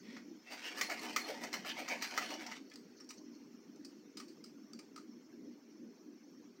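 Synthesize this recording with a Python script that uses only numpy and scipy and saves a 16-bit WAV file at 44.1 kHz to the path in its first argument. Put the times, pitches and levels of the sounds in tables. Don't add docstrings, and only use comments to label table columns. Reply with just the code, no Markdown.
import sys
import numpy as np
from scipy import signal
from scipy.fft import rfft, irfft, next_fast_len
from scipy.io import wavfile
from scipy.ndimage import uniform_filter1d

SR = 44100
rng = np.random.default_rng(int(sys.argv[2]) if len(sys.argv) > 2 else 0)


def materialize(psi):
    bounded = np.clip(np.atleast_2d(psi).T, -1, 1)
    quanta = np.round(bounded * 32767).astype(np.int16)
    wavfile.write(sys.argv[1], SR, quanta)


N = 291060
T = np.arange(N) / SR


def amp(db):
    return 10 ** (np.asarray(db) / 20)


def unit(x):
    return x / np.sqrt(np.mean(x ** 2) + 1e-20)


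def read(points, hz):
    f, value = np.transpose(points)
    return np.interp(np.log(hz + 1), np.log(f + 1), value)


def add(mix, start_s, sound):
    part = mix[max(round(start_s * SR), 0):][:len(sound)]
    part += sound[:len(part)]


def arched(length_s, power=.5):
    return signal.windows.hann(int(length_s * SR)) ** power


def colour(x, db_at):
    size = 4096
    log_gain = np.log(amp(db_at(abs(np.fft.fftfreq(size, 1 / SR)))))
    response = np.fft.ifft(np.exp(np.conj(signal.hilbert(log_gain)))).real
    return signal.fftconvolve(x, response[:size // 2])[:len(x)]


def wander(per_s, size=N):
    span = next_fast_len(max(size, SR // 2))
    low_pass = 1 / (1 + (np.fft.rfftfreq(span, 1 / SR) / per_s) ** 4)
    return unit(irfft(rfft(rng.standard_normal(span)) * low_pass, span))[:size]


def ripple(depth_db, step_hz):
    heights = depth_db * rng.standard_normal(200)
    return lambda hz: np.interp(hz, step_hz * np.arange(len(heights)), heights)


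def treble(hz, top_hz=8000):
    return hz ** 4 / (hz ** 4 + top_hz ** 4)


def slope(tilt, hz):
    return tilt * np.log2(np.clip(hz, 500, 9000))


def mottle(x, depth_db, span_s, span_hz):
    hz, t, z = signal.stft(x, SR, nperseg=1024, noverlap=768)
    patches = uniform_filter1d(rng.standard_normal(z.shape), max(round(span_hz / hz[1]), 1), axis=0)
    patches = unit(uniform_filter1d(patches, max(round(span_s / t[1]), 1), axis=1))
    return unit(signal.istft(z * amp(depth_db * patches), SR, nperseg=1024, noverlap=768)[1][:N])


def shell_db(hz):
    # pitch_hz, width_hz, lift_db
    modes = [(560, 17, -0.5), (714, 69, 6.5), (914, 65, 6.5), (1254, 127, 6.5), (1260, 180, -3.5),
             (1790, 270, 4), (3022, 76, 4.5), (5760, 430, 4)]
    return sum(db / (1 + (2 * (hz - f) / width) ** 2) for f, width, db in modes)


def rattle(size, tilt, top_db, mesh=0.52, tooth_hz=430, grit_db=-2.5, catch=1.0, catches_per_s=45,
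           pose_db=6.0, pose_hz=190, pose_top_hz=7500):
    # pitch_hz, gain_db
    gear_spectrum = [(120, -44.5), (300, -8.5), (440, -9), (520, -3.5), (740, -4.5), (1050, -4.5),
                     (1520, -4.5), (2200, 3.5), (2900, 0), (3400, -4), (3950, -4.5), (4600, 0.5),
                     (6100, -4), (7700, -10.5), (8500, -8), (10800, -21), (14500, -10), (15900, -15)]
    speed = tooth_hz * (1 + .12 * wander(15, size))
    teeth = np.diff(np.floor(np.cumsum(speed) / SR), prepend=0)
    grit = rng.standard_normal(size) * (rng.random(size) < 1800 / SR)
    grit = grit * amp(grit_db * np.minimum(rng.exponential(1, size), 3))
    teeth = teeth * (1 + catch * (rng.random(size) < catches_per_s / tooth_hz))
    pose = ripple(pose_db, pose_hz)

    def body_db(hz):
        pose_part = pose(hz) / (1 + (hz / pose_top_hz) ** 2)
        return read(gear_spectrum, hz) + shell_db(hz) + pose_part + slope(tilt, hz) + top_db * treble(hz)

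    return unit(colour(mesh * unit(teeth) + unit(grit), body_db))


def gears(tilt=-1.9, tilt_per_db=0.35, uneven_db=2.5, pose_s=.12, top_db=-9):
    # time_s, level_db (before the mix)
    drive_load = [(.42, -80), (.48, -53.5), (.85, -51.5), (1.1, -49.5), (1.37, -53), (1.621, -55.5),
                  (1.85, -52.5), (2.29, -48), (2.39, -53.5), (2.53, -52), (2.61, -99)]
    s, level = np.transpose(drive_load)
    out, blend = np.zeros(N), arched(pose_s)
    for start in np.arange(s[0] - pose_s / 2, s[-1], pose_s / 2):
        load_db = max(np.interp(start + pose_s / 2, s, level) - np.median(level), -5)
        add(out, start, blend * rattle(len(blend), tilt + tilt_per_db * load_db, top_db))
    level_db = np.interp(T, s, level, left=-120, right=-120)
    return out * amp(level_db + uneven_db * wander(27))


def surges(length_s=.075, tilt=-2.45, top_db=4):
    # peak_s, level_db
    beats = [(.53, -50), (.665, -51.5), (0.789, -45.5), (.92, -43.5), (1.04, -47), (1.294, -45.5),
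             (1.435, -47.5), (1.55, -48), (1.678, -47), (1.799, -46), (1.921, -47), (2.04, -49),
             (2.17, -51), (2.315, -51.5), (2.424, -56)]
    out, arch = np.zeros(N), arched(length_s, 0.75)
    for s, db in beats:
        add(out, s - length_s / 2, amp(db) * arch * rattle(len(arch), tilt, top_db))
    return out


def groans(length_s=.07, width_hz=420):
    # peak_s, level_db (before the mix), ring_hz
    strains = [(.525, -57.5, 790), (.735, -58, 720), (.915, -46.5, 885), (1.06, -49, 755),
               (1.305, -45, 513), (1.44, -48, 594), (1.675, -51.5, 746), (1.81, -49, 603),
               (1.92, -43.5, 690), (1.375, -60, 700), (2.14, -50, 770), (2.25, -56.5, 900),
               (2.33, -47.5, 530), (2.48, -53.5, 726)]
    out, arch = np.zeros(N), arched(length_s)
    for s, db, ring_hz in strains:
        def casing_db(hz):
            return -20 * np.log10(1 + (2 * (hz - ring_hz) / width_hz) ** 2)

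        casing = colour(rattle(len(arch), 0, 0), casing_db)
        add(out, s - length_s / 2, amp(db) * unit(casing) * arch)
    return out


def whirs(sag=.1, jitter=0.0594, shaft_hz=170, wobble=0.46, lift_db=6, lift_width=0.087,
          tone_db=5.5, tone_per_db=1.5, tilt=0.028, top_db=-15):
    # top_speed_s, length_s, level_db (before the mix), mesh_hz
    swings = [(0.123, 0.21, -61, 2520), (0.665, 0.082, -46.5, 2855), (0.92, 0.055, -46, 2263),
              (1.194, 0.042, -46, 2200), (1.704, 0.062, -46, 3060), (1.92, 0.067, -42, 2297),
              (2.046, 0.044, -48, 1770), (2.565, 0.054, -55.5, 2150), (2.722, 0.032, -61, 2380)]
    out, strongest_db = np.zeros(N), max(row[2] for row in swings)
    for s, length, db, hz in swings:
        arch = arched(length)
        speed = 1 - sag * (1 - arch) + jitter * wander(485, len(arch))
        turns = 2 * np.pi * np.cumsum(speed) / SR
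        tone = unit(np.sin(hz * turns) * (1 + wobble * np.sin(shaft_hz * turns)))

        def mesh_lift_db(f):
            return lift_db / (1 + (f / hz - 1) ** 2 / lift_width ** 2)

        grind = unit(colour(rattle(len(arch), tilt, top_db), mesh_lift_db))
        clarity = amp(tone_db + tone_per_db * (db - strongest_db))
        add(out, s - length / 2, amp(db) * arch * unit(grind + clarity * tone))
    return out


def squeals(low_hz=4260, high_hz=10137, jitter=0.0041, flutter_db=3.5):
    # peak_s, level_db (before the mix), length_s, upper_mode_db (against the lower)
    loaded_joints = [(0.836, -44.5, 0.035, -15), (0.874, -44.5, 0.022, -17), (0.997, -42, 0.0081, -15),
                     (1.219, -45, 0.022, -17.5), (1.246, -46.5, 0.027, -27), (1.559, -50, 0.039, -22),
                     (1.721, -56, 0.032, -19), (2.086, -53.5, .04, -12), (2.253, -53, .05, -15),
                     (2.293, -52, 0.02, -21), (2.342, -57, 0.025, -24), (2.543, -67, 0.043, -17)]
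    out = np.zeros(N)
    for s, db, length, upper_db in loaded_joints:
        swell = arched(length)
        turns = 2 * np.pi * np.cumsum(1 + jitter * wander(170, len(swell))) / SR
        tone = np.sin(low_hz * turns) + amp(upper_db) * np.sin(high_hz * turns)
        flutter = amp(flutter_db * wander(120, len(swell)))
        add(out, s - length / 2, amp(db) * unit(tone * flutter) * swell)
    return out


def knocks(rows, spectrum, ring, part_db, contacts_per_s, vary_db, rise_s, neutral_hz, brighten,
           part_width=0.13, snap=0):
    out, t, hardest_db = np.zeros(N), T[:SR // 5], max(row[1] for row in rows)
    for s, db, part_hz, length in rows:
        tilt = brighten * np.log2(part_hz / neutral_hz)
        count = np.cumsum(rng.exponential(1, len(t))) * contacts_per_s / SR
        contacts = np.diff(np.floor(count), prepend=0) * rng.choice([-1., 1.], len(t))
        chatter = contacts * np.exp(-t / length) * (1 - np.exp(-t / rise_s))
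        spot = ripple(vary_db, 195.7)

        def struck_part_db(hz):
            return part_db / (1 + ((hz / part_hz - 1) / part_width) ** 2) + spot(hz)

        def body_db(hz):
            top = snap * (db - hardest_db) * treble(hz)
            return read(spectrum, hz) + ring * shell_db(hz) + slope(tilt, hz) + top

        hit = colour(colour(chatter, struck_part_db), body_db)
        add(out, s, amp(db) * hit * np.sqrt(length * SR / np.sum(hit ** 2)))
    return out


def clacks(length_s=0.0092):
    # start_s, level_db (before the mix), part_ring_hz
    slack_knocks = [(0.165, -50.5, 1630), (0.7735, -49, 4680), (.811, -30, 2240), (.8984, -38.5, 2250),
                    (0.995, -51, 7500), (1.1616, -28.5, 2450), (1.4362, -42.5, 6000), (1.5289, -40, 4870),
                    (1.538, -36.5, 3020), (1.647, -45, 800), (1.6913, -44.5, 5700), (1.879, -42.5, 2220),
                    (1.885, -41.5, 5960), (2.022, -35.5, 4650), (2.138, -47, 4300), (2.176, -29.5, 1370),
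                    (2.221, -41.5, 1760), (2.338, -45.5, 5500), (2.464, -45, 5560), (2.5137, -43.5, 1960)]
    # pitch_hz, gain_db
    clack_spectrum = [(60, -34), (450, -3.5), (900, -7.5), (1320, 7.5), (1600, -6.5), (2100, 8.5),
                      (2700, -5), (3700, -6), (4700, 0), (6200, -2), (7700, -8), (10500, -22), (14500, -10),
                      (16000, -10)]
    rows = [(*row, length_s) for row in slack_knocks]
    return knocks(rows, clack_spectrum, ring=1.0, part_db=6.5, contacts_per_s=2200, vary_db=1.5,
                  rise_s=0.00064, neutral_hz=2520, brighten=1.7, snap=0.57)


def ticks():
    # start_s, level_db, part_ring_hz, rattle_s
    linkages = [(2.698, -60.5, 4540, 0.0045), (2.7365, -55, 5350, 0.004), (2.7568, -48, 4200, 0.0027),
                (3.000, -61, 2360, 0.012), (3.043, -64, 4500, .003), (3.0895, -51, 5660, 0.0095),
                (3.104, -48, 2450, 0.0074), (3.138, -60, 7000, 0.0019), (3.7588, -62, 5770, 0.0029),
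                (3.847, -51.5, 5100, 0.008), (4.1695, -48.5, 3450, 0.012), (4.1975, -51.5, 5900, 0.0019),
                (4.199, -49.5, 1120, 0.01), (4.2795, -65, 4760, 0.03), (4.4395, -51.5, 5100, 0.0061),
                (4.459, -62, 2350, 0.0076), (4.7325, -48, 5300, 0.0025), (4.7895, -52, 2380, 0.0062),
                (4.9603, -48, 1390, 0.004), (4.975, -52.5, 1280, 0.011)]
    # pitch_hz, gain_db
    tick_spectrum = [(200, -60), (850, -13.5), (1290, 3.5), (1650, -9.5), (2300, -2.5), (3600, -10),
                     (4600, 5), (6000, -2.5), (7600, -7), (9000, -8.5), (11000, -29), (16000, -13.5)]
    return knocks(linkages, tick_spectrum, ring=1.26, part_db=6.5, contacts_per_s=1100, vary_db=3.0,
                  rise_s=0.0015, neutral_hz=2300, brighten=2.2, part_width=0.1)


def rubs(grain_db=2.0):
    # peak_s, level_db, length_s
    brushes = [(2.979, -63.5, 0.034), (3.184, -61, 0.03), (3.346, -67, 0.057)]
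    # pitch_hz, gain_db
    rub_spectrum = [(3000, -44), (4400, 6), (5100, -3), (6200, 6), (8000, -30)]
    out = np.zeros(N)
    for s, db, length in brushes:
        swell = arched(length)
        friction = rng.standard_normal(len(swell)) * amp(grain_db * wander(330, len(swell)))
        swish = unit(colour(friction, lambda hz: read(rub_spectrum, hz)))
        add(out, s - length / 2, amp(db) * swell * swish)
    return out


def squeak(start_s=3.001, length_s=.016, from_hz=5900, to_hz=5100, db=-54):
    out, swell = np.zeros(N), arched(length_s)
    tone = np.sin(2 * np.pi * np.cumsum(np.linspace(from_hz, to_hz, len(swell))) / SR)
    add(out, start_s, amp(db) * unit(tone) * swell)
    return out


def holding(start_s=2.6, fade_s=0.27, whine_hz=4480, width_hz=200, db=-72):
    whine = np.sin(2 * np.pi * whine_hz * T) * wander(width_hz)
    return amp(db) * whine * (T > start_s) * np.exp(-abs(T - start_s) / fade_s)


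def room(x, wet_db=-6, delay_s=.004):
    # pitch_hz, t60_s
    decay = [(200, 0.55), (1200, 0.21), (4000, 0.23), (8000, 0.25), (15000, 0.26)]
    size = SR // 2
    taps = rng.choice([-1., 1.], size) * (rng.random(size) < 3000 / SR) * (T[:size] > delay_s)
    hz, t, z = signal.stft(taps, SR, nperseg=256)
    fade = amp(-60 * t / read(decay, hz)[:, None])
    tail = signal.istft(z * fade, SR, nperseg=256)[1]
    return x + amp(wet_db) * signal.fftconvolve(x, tail / np.linalg.norm(tail))[:N]


def hum(line_hz=241, line_db=-13, waver=0.68, trim_db=0.34, steepness=1.07):
    # pitch_hz, gain_db (before steepness)
    hum_spectrum = [(30, -49.5), (86, -32), (140, -21.5), (236, 1), (259, -3.5), (289, 0.5), (332, -3.5),
                    (366, -9.5), (397, -6.5), (431, -15), (501, -15), (560, -24.5), (633, -23.5),
                    (800, -41.5), (1760, -120)]
    # time_s, level_db (before the trim)
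    swells = [(0.0, -54.5), (0.27, -54), (0.42, -62), (1.06, -53), (3.22, -57.5), (5.16, -56), (5.28, -61),
              (5.46, -50), (5.6, -61.5), (5.88, -52), (5.95, -61.5), (6.12, -55.5), (6.21, -64.5),
              (6.28, -57), (6.6, -58.5)]
    noise = colour(rng.standard_normal(N), lambda hz: steepness * read(hum_spectrum, hz))
    noise = mottle(noise, depth_db=3.5, span_s=.07, span_hz=90)
    line = np.sin(2 * np.pi * line_hz * T + waver * wander(3.2)) * (1 + waver * wander(1.5))
    level_db = trim_db + np.interp(T, *np.transpose(swells))
    return (noise + amp(line_db) * unit(line)) * amp(level_db)


def hiss(mean_db=-69.5, fall_db_per_s=0.5):
    # pitch_hz, gain_db
    hiss_spectrum = [(300, -29), (600, 3), (1250, 1), (2200, -0.5), (3200, -6), (3950, -8.5), (4400, 0.5),
                     (4900, -8), (5250, 4), (5900, 2), (7100, -9), (7600, -18.5), (8400, -17.5),
                     (10500, -26.5), (13000, -15.5), (15800, -14.5)]
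    level_db = mean_db - fall_db_per_s * (T - T.mean())
    noise = colour(rng.standard_normal(N), lambda hz: read(hiss_spectrum, hz))
    return amp(level_db) * mottle(noise, depth_db=3.5, span_s=.025, span_hz=250)


def scene():
    legs = amp(-1.5) * gears() + surges() + amp(-2.0) * groans()
    legs = legs + amp(1.4) * whirs() + amp(-3.5) * squeals()
    robot = legs + amp(-1.2) * clacks() + ticks() + rubs() + squeak() + holding()
    return (room(robot) + hum() + hiss())[None]


def record(dry, edge_hz=15950):
    low_pass = signal.firwin(511, edge_hz, window=("kaiser", 9), fs=SR)
    return signal.oaconvolve(dry, low_pass[None], "same")


dry = scene()
out = record(dry)
materialize(out)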